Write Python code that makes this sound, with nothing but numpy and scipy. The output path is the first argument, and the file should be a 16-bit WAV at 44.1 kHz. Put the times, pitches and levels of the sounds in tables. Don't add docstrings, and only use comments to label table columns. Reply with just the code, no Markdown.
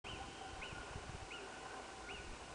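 import sys
import numpy as np
from scipy import signal
from scipy.fft import rfft, irfft
from scipy.io import wavfile

SR = 44100
rng = np.random.default_rng(int(sys.argv[2]) if len(sys.argv) > 2 else 0)


def output_pcm(signal):
    pcm = np.clip(np.atleast_2d(signal).T, -1, 1) * 32767
    wavfile.write(sys.argv[1], SR, np.round(pcm).astype(np.int16))


N = 112014
TIME = np.arange(N) / SR


def amp(db):
    return 10 ** (np.asarray(db) / 20)


def unit(x):
    return x / np.sqrt(np.mean(abs(x) ** 2) + 1e-20)


def curve(points):
    return np.interp(TIME, *np.transpose(points))


def decay(t, t60):
    return np.exp(-np.log(1000) * t / t60)


def add(mix, start, sound):
    part = mix[max(round(start * SR), 0):][:len(sound)]
    part += sound[:len(part)]


def noise(points):
    f, db = np.transpose(points)
    hz = np.fft.rfftfreq(N, 1 / SR)
    gain = amp(np.interp(np.log(hz + 1), np.log(f), db))
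    return unit(irfft(rfft(rng.standard_normal(N)) * gain, N))


def wander(rate_hz):
    hz = np.fft.rfftfreq(N, 1 / SR)
    return unit(irfft(rfft(rng.standard_normal(N)) * np.exp(-(hz / rate_hz) ** 2), N))


def tail(t60, build_s):
    h = rng.standard_normal(N) * (1 - np.exp(-TIME / build_s)) * decay(TIME, t60)
    return h / np.linalg.norm(h)


VALLEY_T60, VALLEY_BUILD_S = 5.1, 0.064


def valley_tail():
    return tail(VALLEY_T60, VALLEY_BUILD_S)


# frequency in Hz, relative level in dB per Hz.
AIR = [(20, -15), (100, -2.5), (200, -3.5), (300, 3), (600, 0), (1000, 0), (1280, -4), (1550, -5),
       (1950, -7.5), (3300, -11), (5500, -12.5), (8000, -14.5), (10000, -19)]
# time in seconds, level change in dB.
SWELL = [(0, 0), (.33, -0.5), (.65, 0.5), (1.05, 0.5), (1.25, 0.5), (1.5, -0.5), (1.75, 2.5), (1.9, 0),
         (2.15, -1.5), (2.35, 1), (2.54, -3)]
AIR_DB, AIR_PATCHY_DB = -54, 2.14
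HUM_HZ, HUM_DB = 54.5, -69


def air():
    hiss = noise(AIR)
    band = signal.butter(2, [450, 1800], "bandpass", fs=SR, output="sos")
    middle = signal.sosfiltfilt(band, hiss)
    body = middle * amp(curve(SWELL) + AIR_PATCHY_DB * wander(rate_hz=49))
    hum = np.sqrt(2) * amp(HUM_DB) * np.sin(2 * np.pi * HUM_HZ * TIME)
    return amp(AIR_DB) * (hiss - middle + body) + hum


# frequency in Hz, relative level in dB per Hz.
RUMBLE = [(10, -10), (30, -7), (60, 2.5), (120, -7.5), (200, -13.5), (400, -34), (1500, -76.5)]
# time in seconds, level in dB.
GUSTS = [(0, -56), (.18, -58), (.32, -56), (.37, -68), (.46, -60.5), (.55, -60.5), (.7, -59.5), (.8, -56),
         (.86, -75), (.95, -61.5), (1.23, -59), (1.3, -80), (2.0, -68), (2.14, -56), (2.22, -59),
         (2.31, -55.5), (2.38, -63), (2.54, -58.5)]
# centre in seconds, peak level in dB, half width in seconds.
BUMPS = [(0.1359, -44.5, 0.0025), (0.2856, -45, 0.001), (0.535, -46, 0.0026), (0.595, -45, 0.0039),
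         (0.7282, -41, 0.0019), (0.912, -45.5, 0.0028), (0.9597, -38, 0.002), (0.9828, -46.5, 0.003),
         (1.0966, -40, 0.002), (1.1518, -39.5, 0.0023), (1.2282, -43, 0.0029), (2.145, -49, 0.0057),
         (2.303, -43.5, 0.0066)]
SUCTION, SUCTION_LAG, SUCTION_WIDTH = 0.46, 0.41, 3.1


def wind():
    out = noise(RUMBLE) * amp(curve(GUSTS))
    for centre, db, width in BUMPS:
        u = (TIME - centre) / width
        push = np.exp(-u ** 2)
        pull = SUCTION * np.exp(-((u - SUCTION_LAG) / SUCTION_WIDTH) ** 2)
        bump = push - pull
        out += amp(db) * bump / abs(bump).max()
    return out


# centre pitch in Hz, level in dB before HERD_LEVEL.
BELLS = [(258, -70.5), (335, -67.5), (398, -65.5), (440, -69), (497, -72.5), (745, -64.5), (775, -63.5),
         (890, -72), (1032, -64.5), (1095, -74.5), (1405, -66.5), (1470, -64), (1530, -67)]
# time in seconds, level change in dB.
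HERD_LEVEL = [(0, 0), (.2, -1), (.33, -6.5), (.5, -0.5), (1.05, -2.5), (1.23, -6), (1.4, -1.5),
              (1.75, -0.5), (1.88, -5), (2.15, 0.5), (2.35, -12.5), (2.54, -1)]
STROKES_PER_S, BELL_T60 = 14, 0.29
BELL_SPREAD = .014


def herd():
    t = TIME[:SR // 2]
    out = np.zeros(N)
    for centre_hz, db in BELLS:
        ring = np.zeros(N)
        for when, detune, force in rng.random((round(STROKES_PER_S * N / SR), 3)):
            hz = centre_hz * (1 + BELL_SPREAD * (2 * detune - 1))
            stroke = force * np.sin(2 * np.pi * hz * t) * decay(t, BELL_T60)
            add(ring, when * N / SR, stroke)
        smeared = irfft(rfft(ring) * rfft(valley_tail()), N)
        out += amp(db) * unit(smeared)
    return out * amp(curve(HERD_LEVEL))


# start in seconds, pitch in Hz, level in dB before rise and decay.
CLANGS = [(.195, 786, -52.5), (.39, 770, -50.5), (.56, 752, -57), (0.729, 1430, -51), (.83, 392, -56.5),
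          (0.851, 1535, -58), (0.959, 399, -52.5), (1.15, 767, -58), (1.322, 1412, -54), (1.38, 392, -53),
          (1.61, 778, -56), (1.629, 1046, -57), (1.70, 1540, -58.5), (1.73, 773, -55), (1.93, 767, -54.5),
          (2.061, 1447, -53), (2.08, 402.4, -55.5), (2.19, 1487, -60)]
CLANG_RISE_S, CLANG_T60 = 0.0085, 0.52
CLANG_BLUR, CLANG_WIDTH_HZ = 0.92, 39


def clangs():
    out = np.zeros(N)
    shape = (1 - np.exp(-(TIME / CLANG_RISE_S) ** 2)) * decay(TIME, CLANG_T60)
    for start, hz, db in CLANGS:
        drift = wander(CLANG_WIDTH_HZ) + 1j * wander(CLANG_WIDTH_HZ)
        blur = unit(1 + CLANG_BLUR * drift)
        tone = (blur * np.exp(2j * np.pi * hz * TIME)).real
        add(out, start, np.sqrt(2) * amp(db) * shape * tone)
    return out


START_SHARE, END_SHARE, RISE_BEND, FALL_BEND, JITTER = .655, .715, 1.9, 1.18, 0.013
SURGE_DB_PER_S, SAG_DB, SAG_S, FADE_DB, FADE_BEND = 258.5, -7, 0.009, -13.5, 3.1
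FLUTTER_DB, OCTAVE_DB = 2, -29.5
ATTACK_S, RELEASE_S = 0.0046, 0.021


def whistle(rise, fall, top_hz, db, loudest):
    t = np.arange(0, rise + fall, 1 / SR)
    up = np.clip(1 - t / rise, 0, 1)
    down = np.clip((t - rise) / fall, 0, 1)
    hz = top_hz * (1 - (1 - START_SHARE) * up ** RISE_BEND - (1 - END_SHARE) * down ** FALL_BEND)
    jittered_hz = hz * (1 + JITTER * wander(rate_hz=157)[:len(t)])
    phase = 2 * np.pi * np.cumsum(jittered_hz) / SR

    before = np.maximum(loudest - t, 0)
    after = np.maximum(t - loudest, 0)
    surge_db = -SURGE_DB_PER_S * before
    sag_db = SAG_DB * (1 - np.exp(-(after / SAG_S) ** 2))
    fade_db = FADE_DB * down ** FADE_BEND
    flutter_db = FLUTTER_DB * wander(rate_hz=62)[:len(t)]
    level = amp(db + surge_db + sag_db + fade_db + flutter_db)
    gate = np.minimum(t / ATTACK_S, 1) * np.minimum((rise + fall - t) / RELEASE_S, 1)
    tone = np.sin(phase) + amp(OCTAVE_DB) * np.sin(2 * phase)
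    return np.sqrt(2) * level * gate * tone


# start in seconds, pitch rise in seconds, pitch fall in seconds,
# top pitch in Hz, level in dB before effort and flutter, loudest point in seconds after the start.
WHISTLES = [(.053, .048, 0.085, 3082, -48, 0.036), (.614, .047, .088, 2995, -48.5, .014),
            (1.303, .045, .082, 2960, -48.5, 0.02), (2.084, 0.047, .087, 2940, -48.5, 0.027)]
EARLIER = (0.34, 0.02, 3140, -49, -0.1)
EARLIER_S, LEAD_S = -.45, 1
# delay in seconds, level in dB against the direct call.
ROCKS = [(.0052, -10.5), (0.0108, -16), (0.022, -11.5)]
SCATTER_DB, SCATTER_T60, VALLEY_DB = -9.5, .1, -3


def marmot():
    lead = LEAD_S * SR
    calls = np.zeros(N + lead)
    for start, *shape in [(EARLIER_S, *EARLIER), *WHISTLES]:
        add(calls, start + LEAD_S, whistle(*shape))
    scatter = amp(SCATTER_DB) * tail(SCATTER_T60, build_s=0.0027)
    space = amp(VALLEY_DB) * valley_tail() + scatter
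    space[0] += 1
    for delay, db in ROCKS:
        space[round(delay * SR)] += amp(db)
    return signal.fftconvolve(calls, space)[lead:lead + N]


def scene():
    return (air() + wind() + herd() + clangs() + marmot())[None]


OPEN_S, EDGE_HZ = 0.0463, 10080


def record(dry):
    opened = dry * np.clip((TIME - OPEN_S) / 0.0058 + 1, 0, 1)
    low_pass = signal.firwin(601, EDGE_HZ, window=("kaiser", 8), fs=SR)
    return signal.oaconvolve(opened, low_pass[None], "same")


dry = scene()
out = record(dry)
output_pcm(out)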